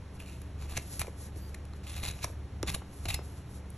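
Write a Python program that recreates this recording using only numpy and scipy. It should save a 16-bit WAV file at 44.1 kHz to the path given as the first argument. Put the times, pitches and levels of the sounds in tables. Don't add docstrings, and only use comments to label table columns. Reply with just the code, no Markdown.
import sys
import numpy as np
from scipy import signal
from scipy.fft import rfft, irfft, next_fast_len
from scipy.io import wavfile

SR = 44100
rng = np.random.default_rng(int(sys.argv[2]) if len(sys.argv) > 2 else 0)


def digitize_waveform(pressure):
    field = np.atleast_2d(pressure).T
    bounded = np.clip(field, -1, 1)
    quanta = np.round(bounded * 32767).astype(np.int16)
    wavfile.write(sys.argv[1], SR, quanta)


N = 166257
TIME = np.arange(N) / SR

# (time [s], level [dB])
HUM_SWELL = [(0.0, -50.5), (0.73, -40), (0.89, -49.5), (1.58, -42), (1.79, -44.5), (2.03, -42),
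             (2.2, -47.5), (2.46, -39.5), (2.51, -64), (2.54, -43), (2.78, -40), (2.87, -63), (3.05, -37.5),
             (3.53, -51.5), (3.57, -43.5), (3.77, -47)]
# (frequency [Hz], level [dB])
HUM_PARTIALS = [(94.7, -54.5), (189, -58), (284.5, -63.5)]
# (frequency [Hz], relative density [dB])
AIR_SPECTRUM = [(20, -3), (32, -36), (43, 7.5), (54, -3.5), (70, 1), (90, 2.5), (120, 4), (150, -3.5),
                (210, -8), (260, -12.5), (380, -11.5), (550, -17), (1000, -21.5), (2000, -27),
                (4000, -33.5), (7500, -38.5), (10500, -34), (11500, -41.5), (12500, -101), (16000, -45)]
# (centre time [s], half length [s], level [dB])
SWISHES = [(0.158, 0.013, -61), (0.338, 0.1, -63.5), (0.824, 0.017, -53.5), (0.943, 0.068, -48.5),
           (1.06, 0.045, -56), (1.23, 0.039, -51), (1.376, 0.017, -55), (1.453, 0.073, -60),
           (1.766, 0.013, -63), (2.183, 0.043, -55), (2.286, 0.038, -55.5), (2.767, 0.026, -55),
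           (3.025, 0.078, -55.5), (3.257, 0.02, -55), (3.348, 0.06, -58), (3.543, 0.037, -56.5),
           (3.76, 0.051, -66)]
# (frequency [Hz], relative density [dB])
CLOTH_SPECTRUM = [(500, 7), (2500, -1.5), (4500, 5), (7000, 7), (10000, 12), (11300, 14.5), (12500, -16),
                  (13600, -18), (14500, -55)]
# (start [s], length [s], level [dB], first frequency [Hz], last frequency [Hz])
SQUEAKS = [(1.35, 0.16, -66, 12980, 12800), (1.39, .12, -62, 4720, 4680), (1.86, 0.13, -53.5, 9800, 11600),
           (1.97, 0.068, -54, 11700, 10800)]
# (frequency [Hz], 60 dB decay time [s], gain [dB])
RING_MODES = [(1080, 0.13, -21.5), (1167, 0.074, -17.5), (1815, 0.1, -9), (2096, .06, -9.5),
              (2340, 0.069, -12)]
# (centre time [s], level [dB], frequency [Hz])
KNOCKS = [(.7815, -35.5, 530), (1.0163, -26.5, 1290), (1.0188, -33, 595), (1.047, -41, 676),
          (1.072, -42, 850), (1.0824, -33, 454), (1.363, -41, 342), (1.370, -42, 384), (1.736, -44, 260),
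          (2.2439, -28, 1070), (2.2468, -27.5, 710), (2.2518, -37, 336), (2.278, -44, 610),
          (2.302, -41, 537), (2.631, -28, 1440), (2.6337, -26, 405), (2.6877, -41, 900), (2.763, -37, 560),
          (2.8197, -38.5, 980), (2.822, -39.5, 530), (3.058, -36, 394), (3.1913, -33.5, 940),
          (3.1932, -34.5, 520), (3.215, -43, 670)]
# (frequency [Hz], bandwidth [Hz], gain [dB])
HORN_MODES = [(730, 330, 0), (1185, 210, -5.5), (1640, 220, -9), (2060, 460, -4), (2440, 280, -1.5),
              (2850, 140, -13.5), (3330, 81, -9), (3780, 240, -5), (4250, 260, -8.5), (5330, 890, -33),
              (6350, 100, -15), (7030, 170, -6.5), (9885, 117, 5), (10580, 140, -1), (10830, 170, -12),
              (11240, 60, -6), (12500, 480, -23.5)]
# (frequency [Hz], gain [dB])
RASP_COLOUR = [(100, 28), (350, -0.5), (1500, -1), (4000, 1), (8500, 4.5), (11500, 0), (13000, -8.5),
               (14000, -22), (15500, -36)]
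# (start [s], decay [s], body gain [dB], middle gain [dB],
# upper gain [dB], treble gain [dB], contact resonance [Hz], its boost [dB])
SNAPS = [(0.201, 0.0032, -56, -50, -54, -47, 2450, 16), (.416, 0.0036, -54, -55, -53, -47.5, 10900, 14.5),
         (.7718, 0.0069, -37.5, -34, -29, -35, 2240, 11.5),
         (0.9941, 0.0016, -36, -35, -31.5, -25.5, 5580, 19),
         (1.0154, 0.0032, -30, -32, -35, -29.5, 2290, 0), (1.069, 0.0026, -54, -50.5, -48, -58, 2200, 14.5),
         (1.868, 0.0032, -51, -44.5, -53, -56, 3480, 6), (1.5432, 0.0061, -43, -47, -45, -44.5, 1910, 10),
         (1.3598, 0.0015, -53, -55, -61, -52, 2100, 9), (1.652, 0.0022, -65, -53, -55.5, -50, 7500, 3),
         (1.734, 0.0036, -47, -57, -57.5, -60, 4200, 15), (2.031, 0.0035, -42, -40, -52, -50, 3900, 0),
         (2.061, 0.0037, -42, -37, -43, -41, 4000, 10.5), (2.074, 0.0056, -44, -45, -43, -42, 2400, 2),
         (2.085, 0.0033, -43, -37.5, -41, -37, 3830, 7.5), (2.111, 0.0039, -46, -45, -39, -50, 6700, 5),
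         (2.2426, 0.0038, -42, -36.5, -33, -31.5, 5600, 16.5),
         (2.6290, 0.0012, -29, -28.5, -27.5, -30.5, 5820, 16), (2.678, 0.0038, -44, -41, -40, -37, 7200, 5),
         (2.6863, 0.001, -23, -28, -45, -44, 2430, 7), (2.701, 0.0029, -36, -47, -40, -35, 6460, 14),
         (3.054, 0.0028, -43, -37.5, -43, -43, 5800, 14), (2.7448, 0.0043, -43, -33, -36, -33, 4070, 8.5),
         (3.085, 0.005, -43, -39, -45, -36, 2650, 10), (3.101, 0.0078, -39.5, -37, -45, -40, 2620, 14.5),
         (3.108, 0.0038, -41, -39, -36, -39, 2620, 13), (3.1413, 0.0065, -35, -34, -30.5, -26, 4020, 8.5),
         (3.702, 0.0027, -63, -68, -52, -46, 10900, 11.5)]
# (start [s], rise [s], hold [s], 20 dB release time [s], relative level [dB],
# body gain [dB], treble gain [dB], contact resonance [Hz], its boost [dB])
STROKES = [(0.187, 0.011, 0.017, 0.072, -56, 3, 2, 2820, 11),
           (0.256, 0.0038, 0.042, 0.18, -56.5, -15, 1.5, 2660, 6.5),
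           (0.564, 0.052, 0.016, 0.087, -52, 3, 0, 2380, -1),
           (0.667, 0.04, .016, 0.096, -48, 2, 1.5, 2300, -3),
           (0.745, 0.023, 0.006, 0.03, -38, -2, 0, 2230, 4.5),
           (0.993, 0.0011, 0.0044, 0.025, -43.5, -4, 13, 5800, 5),
           (1.002, 0.0078, 0.0053, 0.026, -36.5, 0, -1, 2350, 3.5),
           (1.826, 0.012, 0.012, .02, -54, -14, -2, 3850, -1),
           (1.852, 0.023, 0.06, 0.11, -48.5, -2, 0.5, 3460, 7),
           (1.953, 0.0073, 0.0068, 0.14, -46.5, 1, 2, 3800, 6),
           (2.016, 0.018, 0.059, 0.053, -42, -0.5, 2, 3900, 9),
           (2.12, 0.041, 0.053, .03, -56.5, 1, -17, 5500, 5),
           (2.208, 0.032, 0.01, 0.014, -37.5, -5.5, -2.5, 5700, 4),
           (2.658, .02, 0.023, .016, -38, 1.5, -1, 3660, 7), (2.704, .006, 0.022, 0.03, -49, 1, 6, 2620, 5),
           (2.735, 0.0082, 0.0031, 0.019, -35, -0.5, -0.5, 10270, 15),
           (3.05, 0.0033, 0.0025, 0.026, -42, 7.5, -6, 2800, 6.5),
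           (3.078, 0.0071, 0.022, 0.018, -39, 1, 3, 3830, 9),
           (3.111, 0.0057, 0.033, 0.033, -46, 0.5, 4, 2700, 10)]
# (frequency [Hz], phase [rad])
STEREO_PHASE = [(20, .005), (110, .007), (180, .07), (300, .33), (700, .42), (1200, .33), (1800, .27),
                (2500, .68), (3300, .68), (4000, .9), (4500, 1.6), (4860, 3.14), (5200, 5.2), (5800, 6.25),
                (6250, 6.45), (7000, 7.5), (8000, 8.4), (8500, 9.15), (9300, 9.5), (10000, 10.15),
                (11000, 11.1), (12000, 12.1), (13500, 12.4), (16000, 11.5)]

NEAR_CORRELATION, AIR_CORRELATION = 0.83, 0.21


def from_db(db):
    return 10 ** (np.asarray(db) / 20)


def unit_rms(x):
    return x / np.sqrt(np.mean(x ** 2) + 1e-20)


def at_hz(points, hz):
    f, value = np.transpose(points)
    return np.interp(np.log(hz + 1e-6), np.log(f), value)


def colour(x, points):
    size = next_fast_len(x.shape[-1] + 512)
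    gain = from_db(at_hz(points, np.fft.rfftfreq(size, 1 / SR)))
    return irfft(rfft(x, size) * gain, size)[..., :x.shape[-1]]


def resonance(x, hz, width_hz):
    r = np.exp(-np.pi * width_hz / SR)
    gain = (1 - r * r) / 2
    return signal.lfilter([gain, 0, -gain], [1, -2 * r * np.cos(2 * np.pi * hz / SR), r * r], x)


def drift(per_s, size=N):
    at = np.arange(size) * per_s / SR
    return np.interp(at, np.arange(2048), rng.standard_normal(2048))


def correlate(two, correlation=NEAR_CORRELATION):
    return np.array([two[0], correlation * two[0] + np.sqrt(1 - correlation ** 2) * two[1]])


def add(out, start, x):
    i = int(start * SR)
    out[:, i:i + x.shape[-1]] += x[..., :N - i]


def machine_hum(main_hz=71.5, waver_db=1.8, waver_rad=.25):
    def partial(hz, db):
        phase = 2 * np.pi * hz * TIME + waver_rad * drift(10) + rng.uniform(0, 2 * np.pi)
        return np.sqrt(2) * from_db(db) * np.sin(phase)
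    main = partial(main_hz, np.interp(TIME, *np.transpose(HUM_SWELL)))
    return main + sum(partial(hz, db + waver_db * drift(6.71)) for hz, db in HUM_PARTIALS)


def workshop_air(level_db=-46):
    noise = correlate(rng.standard_normal((2, N)), AIR_CORRELATION)
    return from_db(level_db) * unit_rms(colour(noise, AIR_SPECTRUM))


def room(x, t60_s=0.3, gain_db=-11.5, lowpass_hz=4900):
    t = TIME[:SR // 2]
    tail = rng.standard_normal((2, len(t))) * from_db(-60 * t / t60_s) * np.minimum(t / 0.0011, 1)
    tail = tail / np.sqrt(np.sum(tail[0] ** 2))
    tail = signal.sosfilt(signal.butter(1, lowpass_hz, fs=SR, output="sos"), tail)
    return from_db(gain_db) * signal.fftconvolve(x, tail, axes=1)[:, :N]


def grains(size, per_s=6000, spread_db=1):
    impulses = rng.random((2, size)) < per_s / SR
    strength = from_db(spread_db * np.minimum(rng.exponential(1, (2, size)), 4))
    polarity = rng.choice([-1, 1], (2, size))
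    return correlate(unit_rms(impulses * strength * polarity))


def apron_swishes(flutter_db=2.0):
    power = sum(from_db(db) ** 2 * np.exp(-((TIME - centre) / half) ** 2) for centre, half, db in SWISHES)
    friction = unit_rms(colour(grains(N), CLOTH_SPECTRUM))
    flutter = from_db(flutter_db * drift(45) + drift(270))
    return friction * np.sqrt(power) * flutter


def edge_squeaks(roughness_per_s=380):
    out, t = np.zeros((2, N)), TIME[:SR // 4]
    for start, length, db, first_hz, last_hz in SQUEAKS:
        progress = np.minimum(t / length, 1)
        phase = 2 * np.pi * np.cumsum(first_hz + (last_hz - first_hz) * progress) / SR
        whistle = drift(roughness_per_s, len(t)) * np.sin(phase)
        whistle += drift(roughness_per_s, len(t)) * np.cos(phase)
        add(out, start, from_db(db) * whistle * np.sin(np.pi * progress))
    return out


def blade_ring(start_s=3.145, hz=5216, level_db=-44.5, t60_s=.2, waver_rad=.3):
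    t = np.maximum(TIME - start_s, 0)
    phase = 2 * np.pi * hz * t + waver_rad * drift(140)
    return np.sin(phase) * (t > 0) * from_db(level_db - 60 * t / t60_s)


def after_ring(x):
    return sum(from_db(db) * resonance(x, hz, np.log(1000) / (np.pi * t60)) for hz, t60, db in RING_MODES)


def knocks(half_length_cycles=0.97, puff_decay_s=.006, puff_db=-14):
    out, t = np.zeros((2, N)), TIME[:SR // 10]
    lead_s, stretch = .02, 0.37
    for centre, db, hz in KNOCKS:
        cycles = np.log(np.maximum(1 + stretch * hz * (t - lead_s), 1e-6)) / stretch
        packet = np.cos(2 * np.pi * cycles) * np.exp(-(cycles / half_length_cycles) ** 2)
        band = signal.butter(2, [hz / 2, hz * 2], "band", fs=SR, output="sos")
        noise = correlate(rng.standard_normal((2, len(t))))
        puff = unit_rms(signal.sosfilt(band, noise)) * np.exp(-t / puff_decay_s)
        add(out, centre - lead_s, from_db(db) * packet)
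        add(out, centre, from_db(db + puff_db) * puff)
    return out


def horn_response(x, direct_gain=0.42):
    modes = sum(from_db(db) * resonance(x, hz, width) for hz, width, db in HORN_MODES)
    return colour(direct_gain * x + modes, RASP_COLOUR)


def contact(x, hz, boost_db):
    return x + (from_db(boost_db) - 1) * resonance(x, hz, width_hz=260)


def horn_snaps(attack_share=0.35, squareness=2.6, gain=1.53):
    out, t = np.zeros((2, N)), TIME[:SR // 20]
    for start, decay, body_db, middle_db, upper_db, treble_db, hz, boost_db in SNAPS:
        envelope = np.minimum(t / (attack_share * decay), 1) * np.exp(-(t / decay) ** squareness)
        crack = correlate(rng.standard_normal((2, len(t)))) * envelope
        spectrum = [(1300, body_db), (2300, middle_db), (4200, middle_db),
                    (6000, upper_db), (7200, upper_db), (10500, treble_db)]
        add(out, start, gain * colour(contact(crack, hz, boost_db), spectrum))
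    return out


def stick_slip(size, per_s=380, decay_s=.0011, spread_db=3.5, floor=.4):
    at = np.cumsum(rng.uniform(.25, 1.75, 256)) * SR / per_s
    strength = from_db(spread_db * rng.uniform(-1.5, 1.5, 256))
    jumps = np.bincount(at[at < size].astype(int), strength[at < size], size)
    bursts = signal.lfilter([1], [1, -np.exp(-1 / (decay_s * SR))], jumps)
    return unit_rms(floor + bursts)


def knife_strokes(pressure_curve=1.7):
    out, t = np.zeros((2, N)), TIME[:SR // 3]
    for start, rise, hold, release, db, body_db, treble_db, hz, boost_db in STROKES:
        dig_in = np.clip(t / rise, 0, 1) ** pressure_curve
        pressure = dig_in * from_db(-20 * np.maximum(t - rise - hold, 0) / release)
        rasp = grains(len(t)) * stick_slip(len(t)) * pressure * from_db(db)
        rasp = contact(rasp, hz=2710, boost_db=3)
        spectrum = [(1000, body_db), (2200, 0), (6500, 0), (10500, treble_db)]
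        add(out, start, colour(contact(rasp, hz, boost_db), spectrum))
    return out


def scene():
    work = from_db(4) * horn_response(knife_strokes() + horn_snaps()) + knocks()
    work = work + after_ring(work) + blade_ring() + edge_squeaks()
    return work + room(work) + apron_swishes() + machine_hum() + workshop_air()


def record(dry, stopband_hz=16485):
    size = next_fast_len(N + 2048)
    half_phase = at_hz(STEREO_PHASE, np.fft.rfftfreq(size, 1 / SR)) / 2
    first, second = rfft(dry, size)
    mid, side = first * np.cos(half_phase), 1j * second * np.sin(half_phase)
    stereo = irfft(np.array([mid + side, mid - side]), size)[:, :N]
    return signal.sosfilt(signal.cheby2(12, 70, stopband_hz, fs=SR, output="sos"), stereo)


dry = scene()
out = record(dry)
digitize_waveform(out)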